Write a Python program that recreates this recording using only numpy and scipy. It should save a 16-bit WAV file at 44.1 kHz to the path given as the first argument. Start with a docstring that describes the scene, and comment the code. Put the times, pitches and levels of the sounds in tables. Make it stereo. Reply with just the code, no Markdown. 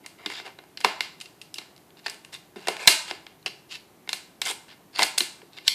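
"""A small hard-walled room, where scissors cut a thin plastic bottle held over a table.
The wall buckles and cracks in short snaps; the blades shear and rub through it in dense crackle.
Snaps, crackle and a few dull knocks all drive the same set of ringing modes, the bottle's shell.
A pair of microphones above also hears the room's echoes, a distant rumble and a faint hiss."""
import sys
import numpy as np
from scipy import signal
from scipy.fft import rfft
from scipy.io import wavfile

SR = 44100
rng = np.random.default_rng(int(sys.argv[2]) if len(sys.argv) > 2 else 0)


def digitize_waveform(pressure):
    """Quantize a signal to 16-bit integers and store it at the path in sys.argv[1].

    Rows of a 2-D input are taken as channels; values are limited to [-1, 1].
    """
    field = np.atleast_2d(pressure).T
    bounded = np.clip(field, -1, 1)
    quanta = np.round(bounded * 32767).astype(np.int16)
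    wavfile.write(sys.argv[1], SR, quanta)


N = 253263   # length of the scene in samples

# Levels in the tables are relative: they add up with each other and with the settings further down.
# Cracks of the wall: start_s, level_db (at the crest pitch), fall_db (loss per octave below the crest),
# treble_db (change towards the treble), pitch_hz (favoured mode), left_right_db (held within 5 either way),
# t60_s (time for the rattle to fade by 60 dB)
SNAPS = [(0.0617, -38, 6, -2.5, 2190, 2.5, 0.015), (0.2603, -26, 6, -16, 3520, -1, 0.02),
         (0.3, -40, 1, -7, 1080, 0, 0.0077), (0.3989, -42, 0.5, -23, 1570, 2, 0.0075),
         (0.4669, -51, 3, -17, 1030, 4, .01), (0.5876, -47.5, -0.5, -23, 3980, 0, 0.018),
         (0.6384, -60.5, 0, -10, 740, 4, .008), (0.7731, -32, 9.5, -21, 4410, -1, 0.015),
         (0.804, -41.5, 3, 0, 4900, 4, 0.034), (0.8112, -37, 5, -13, 3200, -2, 0.013),
         (0.8457, -16, 1.5, -13, 1038, -0.5, 0.026), (1.0065, -20.5, 7, -15, 2163, .5, 0.01),
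         (1.202, -44, 12, -5, 4220, 6, 0.013), (1.2112, -37, 9, -4.5, 2740, 2, 0.032),
         (1.2184, -44.5, 7, -2, 2730, -1, 0.011), (1.2575, -43.5, 10, -11, 2760, 0, 0.015),
         (1.415, -39.5, 11, -5.5, 2810, 1, 0.026), (1.5421, -33.5, 15, -4, 5060, -1, 0.012),
         (1.5834, -32.5, 5.5, -12, 3940, 3, 0.023), (1.6159, -54, -0.5, -10, 4270, -6, .009),
         (1.7633, -52, 14, -8, 4320, 0, .009), (1.778, -55, 7, -7, 4960, 0, .009),
         (1.905, -57.5, 9, -23, 3260, 1, .009), (1.97, -54.5, 5, -21, 3590, 1, .009),
         (1.992, -56, 6, -7, 4970, 0, .009), (2.0616, -32, 2, -17, 1770, 1, 0.013),
         (2.0661, -29.5, 4.5, -14, 4520, 1.5, 0.017), (2.081, -37, 4, -8, 1780, 1, 0.013),
         (2.0976, -40, 5, 4, 5230, 1, 0.024), (2.1441, -49, 5, -1, 1890, 6, .011),
         (2.248, -46, 4.5, -3, 2800, 1, .01), (2.341, -43.5, 8, -4.5, 6950, -3, 0.011),
         (2.3487, -37.5, 7.5, -37, 3640, -8, 0.0076), (2.5591, -51, -2.5, -7, 3620, 7, 0.043),
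         (2.6714, -30, 1, -8, 1840, 0, 0.023), (2.6835, -22.5, 1.5, -5.5, 713, 0, 0.016),
         (2.7665, -36.5, 2, -9.5, 2560, 4, .012), (2.8743, -3, 7.5, -3.5, 3890, -4.5, 0.028),
         (2.8775, -14, 3, -20, 2300, -2, .03), (3.1109, -30, 2.5, -13.5, 723, 0.5, 0.0082),
         (3.2662, -41.5, 4.5, -24.5, 3190, 2, .009), (3.427, -57.5, 12, -20, 4000, -0.5, .009),
         (3.4783, -34.5, 8, -24, 3320, 4, 0.0086), (4.0755, -48.5, 0, -17, 2110, -1, 0.0099),
         (4.0909, -25.5, 7, -9.5, 3770, -1, 0.016), (4.13, -25, 6, -3.5, 3930, 2.5, 0.016),
         (4.4165, -21.5, 7.5, -9.5, 4300, -1, 0.02), (4.4542, -40.5, 2.5, 2, 6360, 7, 0.022),
         (4.992, -18, 5.5, -28, 1030, -4, 0.007), (5.0213, -20, 5, -28, 735, -6, 0.022),
         (5.03, -19, 5.5, -2, 4200, 4, 0.0089), (5.0336, -21, 4.5, -4.5, 4500, -2, 0.021),
         (5.1781, -30.5, 2.5, 2, 3570, -3, 0.0067), (5.1815, -16.5, 11.5, 0.5, 4390, 0, 0.018),
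         (5.2053, -19.5, 7, -40, 4070, -0.5, 0.018), (5.4166, -52, 1, -20.5, 930, -1, 0.021),
         (5.532, -49, 13, -20, 3830, -3, .01), (5.577, -42, 6, -20, 4400, 0, .008),
         (5.585, -37.5, 8, -25, 2160, -1, 0.0064), (5.6788, -10, 15, -12.5, 3383, -3, 0.015),
         (5.6797, -13, 14, -25, 4900, 0, .015)]
# Shearing and rubbing of the blades: start_s, bend_1_s, bend_2_s, end_s, level_db, fall_db (per octave),
# treble_db, pitch_hz. Sorted, the four times are the bends of the level: edge, full, full, edge.
# Whatever their order, the stroke sounds only from start_s to end_s.
STROKES = [(0.028, 0.039, 0.053, .062, -57, 1.5, -15, 2140),
           (0.167, 0.188, 0.26, .256, -57.5, -1, -14, 2100), (0.29, 0.299, .32, .34, -41, 2.5, -8, 2100),
           (0.311, 0.332, .4, .44, -38, 6, -16, 3490), (0.424, 0.457, 0.47, .54, -44, 0.5, -11, 2580),
           (0.834, 0.841, 0.87, .847, -36, 1.5, -8, 2680), (1.2, 1.204, 1.19, 1.255, -52, 13, -6, 2750),
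           (1.545, 1.557, 1.582, 1.59, -48, 8, -12, 2750), (1.583, 1.59, 1.6, 1.63, -50, 4, -10, 3900),
           (1.94, 1.978, 2, 2.024, -55.5, 8, -17, 2910), (2.025, 2.061, 2.08, 2.061, -41.5, 7, -13, 2970),
           (2.318, 2.353, 2.33, 2.385, -40, 5.5, -6.5, 3520),
           (2.558, 2.566, 2.72, 2.67, -51.5, 2, -8.5, 2920), (2.782, 2.793, 2.86, 2.87, -39, 2, -6.5, 2350),
           (2.86, 2.869, 2.872, 2.875, -30, 4.5, -10, 2540),
           (3.06, 3.082, 3.108, 3.112, -37.5, 4, -11, 3130), (3.46, 3.465, 3.43, 3.48, -23, 6, -14.5, 2860),
           (3.685, 3.715, 3.755, 3.79, -36, 10, -14.5, 2850), (4.433, 4.46, 4.51, 4.54, -31, 4, -1, 3460),
           (4.677, 4.725, 4.53, 4.79, -50, 5.5, -22, 3020), (4.925, 4.962, 5.06, 4.984, -36, 5, -14, 4500),
           (4.978, 4.987, 5.04, 5.03, -29, 2, -2.5, 2100), (5.497, 5.538, 5.65, 5.57, -53, 8, -19.5, 3780),
           (5.567, 5.576, 5.5, 5.59, -47, 5, -20, 3800), (5.636, 5.673, 6.06, 5.677, -34, 7, -9, 3850)]
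# Dull knocks that jolt the whole shell at once: start_s, level_db, pitch_hz (mode that answers most)
KNOCKS = [(0.2623, -7, 320), (.272, -12, 320), (.8465, 7, 437), (1.588, -20, 320), (2.563, -6, 320),
          (2.568, -8, 320), (2.6845, 4.5, 432), (3.1123, -8.5, 320), (3.4644, -12, 440), (4.5, -16, 440),
          (4.99, -8, 440), (5.001, 1, 764), (5.011, 2.5, 770), (5.023, 5, 765), (5.04, -10, 320),
          (5.2075, -6, 322), (5.216, -8, 320), (5.43, -18, 440)]
# Ringing modes of the bottle's shell, the last row the dry crack itself: pitch_hz, width_hz, level_db
SHELL = [(190, 37, -18), (319, 81, -3.5), (422, 92, -1.5), (751, 190, -1), (1016, 180, -2.5),
         (1480, 310, -3), (1786, 140, -5), (2100, 130, -4), (2417, 260, -4.5), (2753, 190, -3.5),
         (3307, 250, -9), (3630, 130, -8), (4010, 240, -9), (4620, 483, -2.5), (5140, 990, -5),
         (6460, 910, -2), (7090, 1310, -1.5), (8500, 1620, -0.5), (9980, 2200, -3.5), (12240, 7700, -9.5),
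         (4200, 4000, -13.5)]
# Likeness of left and right in the near sound: pitch_hz, likeness (1 = the same, 0 = unrelated)
SPACING = [(300, .9), (1000, .75), (4000, 0.42), (12000, 0.083)]
# How long the room's echoes last: pitch_hz, t60_s
WALLS = [(200, 0.25), (500, 0.26), (1000, .6), (2000, 0.42), (4000, 0.41), (8000, 0.41), (13000, 0.23)]
# How strong the room's echoes are: pitch_hz, level_db
WETNESS = [(200, -4.5), (1000, -11), (3000, -11), (7000, -12.5), (13000, -7)]
# Colour of the background: pitch_hz, level_db (per Hz)
HUSH = [(15, -51), (25, -27.5), (65, -16.5), (179, -3), (290, -13), (331, -2.5), (579, -19), (756, -1),
        (841, -12), (1070, -15.5), (1770, -18.5), (5880, -26.5), (14600, -25.5)]
# Likeness of left and right in the background: pitch_hz, likeness
HUSH_LIKENESS = [(60, .25), (250, 0.44), (700, 0.19), (1500, 0.088), (14000, .05)]

CREST_HZ, BOTTOM_HZ, TREBLE_HZ = 4180, 350, 8840   # colour: straight slopes from the crest to these ends
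BASS_HZ, BASS_FALL_DB = 800, 4   # below this pitch snaps and strokes lose this much more per octave
SNAP_RISE_S, SNAP_LIFT_DB = .0003, 29.0   # the lift is added to every snap
STROKE_EDGE_DB = -26.5   # level at the outer bends of a stroke against its full level
CLUMP_S = .004   # spacing of the random level steps within a stroke
KNOCK_FALL_DB, KNOCK_CYCLES = 25, 0.58   # loss per octave away from the knock's mode; length of the contact
EVENING = -.6   # share of a favoured mode's boost (in dB) added to what goes to the room: it takes some off
HUSH_DB = -54   # overall level of the background
CUTOFF_HZ, CEILING = 14900, .97   # upper limit of the recorder in pitch and in size


def bottle():
    """Every mode of the shell rings to strokes, snaps and knocks: left, right, and the sound sent all round."""
    bursts, slips = snap_bursts(click_db=15.5), crackle(per_s=6000, spread_db=4.0)
    clumps = rng.standard_normal((len(SHELL) + 1, len(np.arange(0, N / SR, CLUMP_S))))
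    out = np.zeros((3, N))
    for k, (hz, width_hz, level_db) in enumerate(SHELL):
        clump_db = 0.38 * clumps[0] + 2.1 * clumps[k + 1]   # a little shared, mostly this mode's own
        drive = stroke_drive(slips, clump_db, hz)
        add_snaps(drive, bursts, hz, width_hz)
        add_knocks(drive, hz)
        out += (-1) ** k * from_db(level_db) * ring(drive, hz, width_hz)   # neighbours in opposite sign
    no_bass = signal.butter(2, 120, "high", fs=SR, output="sos")   # a small shell radiates no bass
    return signal.sosfilt(no_bass, out)


def snap_bursts(click_db):
    """A crack is a sharp step followed by a dying rattle of smaller slips; mid and side, energy 1."""
    t, rows = np.arange(1024) / SR, np.array(SNAPS)
    noise = rng.standard_normal((len(rows), 2, len(t)))
    noise[:, 0, 0] = noise[:, 1, 3] = from_db(click_db)   # the side gets the step 3 samples later
    rise = np.minimum((t + 0.00026) / SNAP_RISE_S, 1)
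    fade_db = -60 * np.maximum(t - SNAP_RISE_S, 0) / np.maximum(rows[:, -1:], .004)
    bursts = noise * (rise * from_db(fade_db))[:, None]
    return bursts / np.sqrt(np.sum(bursts ** 2, axis=2, keepdims=True))


def add_snaps(drive, bursts, hz, width_hz):
    """Every crack hands this mode the energy that its level and colour ask for."""
    rows, alike = np.array(SNAPS), at_hz(SPACING, hz)
    spectra, bins = rfft(bursts), np.fft.rfftfreq(bursts.shape[2], 1 / SR)
    # how much of each burst this mode would pick up by chance, to be evened out
    peak = 1 / (1 + (2 * (bins - hz) / width_hz) ** 2)
    power = np.abs(pair(spectra[:, :1], spectra[:, 1:], alike)) ** 2 @ peak / peak.sum()
    even = pair(bursts[:, :1], bursts[:, 1:], alike) / np.sqrt(2 * power)[:, :, None]
    even *= from_db(np.clip(rows[:, 5, None, None], -5, 5) * [[.5], [-.5]])   # lean to left or right
    boost_db = favour(rows[:, 4], hz)
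    strength = from_db(tint(*rows[:, 1:4].T, hz) + boost_db + SNAP_LIFT_DB)
    # the favoured mode beams at the microphones, the room gets less of it
    spread_out = strength * from_db(EVENING * boost_db)
    for start_s, burst, near, far in zip(rows[:, 0], even, strength, spread_out):
        i = round(start_s * SR)
        drive[:2, i:i + burst.shape[1]] += near * burst
        drive[2, i] += far   # a single click: over all directions the rattle's colour evens out


def crackle(per_s, spread_db):
    """Dense uneven slips of the blade in the plastic; mid and side, rms 1."""
    size_db = spread_db * np.minimum(rng.exponential(1, (2, N)), 5)
    sizes = from_db(size_db) * rng.choice([-1, 1], (2, N))
    happens = rng.random((2, N)) < per_s / SR
    return rms_one(sizes * happens)


def stroke_drive(slips, clump_db, hz):
    """Slips come in clumps of a few ms, swelling and fading with each stroke of the blades."""
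    t, push, evened = np.arange(N) / SR, np.zeros(N), np.ones(N)
    clump_s = np.arange(0, N / SR, CLUMP_S)
    for *bends, full_db, fall_db, treble_db, pitch_hz in STROKES:
        i, j = round(bends[0] * SR), round(bends[-1] * SR)
        boost_db = favour(pitch_hz, hz)
        level_db = np.interp(t[i:j], np.sort(bends), [STROKE_EDGE_DB, 0, 0, STROKE_EDGE_DB])
        level_db += tint(full_db, fall_db, treble_db, hz) + boost_db
        level_db += np.interp(t[i:j], clump_s, clump_db)
        evened[i:j] = from_db(EVENING * boost_db)
        push[i:j] += signal.windows.tukey(j - i, .1) * from_db(level_db)
    near = pair(*slips, at_hz(SPACING, hz))
    return push * np.vstack([near, evened * slips[0]]) + 1e-18


def add_knocks(drive, hz):
    """A soft contact pushes one mode most, the others less the further away they lie in pitch."""
    for start_s, level_db, pitch_hz in KNOCKS:
        i, touch = round(start_s * SR), np.hanning(round(KNOCK_CYCLES * SR / pitch_hz))
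        mode_db = level_db - KNOCK_FALL_DB * abs(np.log2(hz / pitch_hz))
        drive[:, i:i + len(touch)] += touch / touch.sum() * from_db(mode_db)


def ring(drive, hz, width_hz):
    """One mode of the shell: a resonance that rings at its pitch and dies faster the wider it is."""
    r = np.exp(-np.pi * width_hz / SR)   # what is left of the ringing after one sample
    b = np.sqrt((1 - r * r) / 2) * np.array([1, 0, -1])
    a = [1, -2 * r * np.cos(2 * np.pi * hz / SR), r * r]
    return signal.lfilter(b, a, drive)


def favour(pitch_hz, hz, boost_db=9.0, spread=0.051):
    """Where the wall is bent decides which mode rings out above its neighbours; the boost in dB."""
    return boost_db * np.exp(-(np.log(hz / pitch_hz) / spread) ** 2)


def tint(level_db, fall_db, treble_db, hz):
    """Colour of a snap or stroke: a slope below the crest, another towards the treble above it; in dB."""
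    below = np.clip(np.log2(CREST_HZ / hz), 0, np.log2(CREST_HZ / BOTTOM_HZ))
    above = np.clip(np.log(hz / CREST_HZ) / np.log(TREBLE_HZ / CREST_HZ), 0, 1)
    bass = max(np.log2(BASS_HZ / hz), 0)
    return level_db - fall_db * below - BASS_FALL_DB * bass + treble_db * above


def room(x):
    """Diffuse echoes, largely different at each microphone, start after 3 ms and die at each band's own rate."""
    t = np.arange(SR) / SR
    tail, onset = 0, np.clip((t - .003) / 0.0011, 0, 1)
    for hz, noise in bands(rng.standard_normal((2, 2, len(t)))):
        dying = onset * from_db(-60 * t / at_hz(WALLS, hz))
        tail = tail + from_db(at_hz(WETNESS, hz)) * noise * dying / np.sqrt(np.sum(dying ** 2))
    tail = pair(tail[0], tail[1], 0.23) * np.sqrt(2)
    return signal.fftconvolve(x[None], tail, axes=1)[:, :N]


def hush():
    """Distant rumble of the house and microphone hiss: steady noise coloured band by band."""
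    out = 0
    for hz, (mid, side) in bands(rng.standard_normal((2, 2, N))):
        out = out + from_db(at_hz(HUSH, hz)) * pair(mid, side, at_hz(HUSH_LIKENESS, hz))
    return from_db(HUSH_DB) * rms_one(out)


def bands(white):
    """Half-octave bands of noise with their centres; neighbours are unrelated."""
    edges = 25 * 2 ** np.arange(0, 9.6, .5)
    for k, (low, high) in enumerate(zip(edges, edges[1:])):
        band = signal.butter(2, [low, high], "band", fs=SR, output="sos")
        yield np.sqrt(low * high), signal.sosfilt(band, white[k % 2])


def pair(mid, side, alike):
    """Left and right of a given likeness from two unrelated signals."""
    alike = np.clip(alike, -1, 1)
    return np.sqrt((1 + alike) / 2) * mid + np.sqrt((1 - alike) / 2) * side * [[1], [-1]]


def at_hz(points, hz):
    """A table read at one pitch, with straight lines between its points on a log-frequency axis."""
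    points = np.array(points)
    return np.interp(np.log(hz), np.log(points[:, 0]), points[:, 1])


def rms_one(x):
    """Scaled to rms 1."""
    return x / np.sqrt(np.mean(x ** 2) + 1e-20)


def from_db(db):
    """Gain of a level in dB."""
    return 10 ** (np.asarray(db) / 20)


def scene():
    """The bottle, its echoes and the quiet room."""
    left, right, all_round = bottle()
    return np.array([left, right]) + room(all_round) + hush()


def record(dry):
    """Loud peaks overload the converter, and what is cut off comes back as a low thump; the top is cut."""
    excess = np.abs(dry - np.clip(dry, -CEILING, CEILING))
    low_band = signal.butter(2, [150, 450], "band", fs=SR, output="sos")
    thump = signal.sosfilt(low_band, excess)
    top_cut = signal.cheby2(14, 30, CUTOFF_HZ, fs=SR, output="sos")
    return signal.sosfilt(top_cut, np.clip(dry + 0.42 * thump, -CEILING, CEILING))


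dry = scene()
out = record(dry)
digitize_waveform(out)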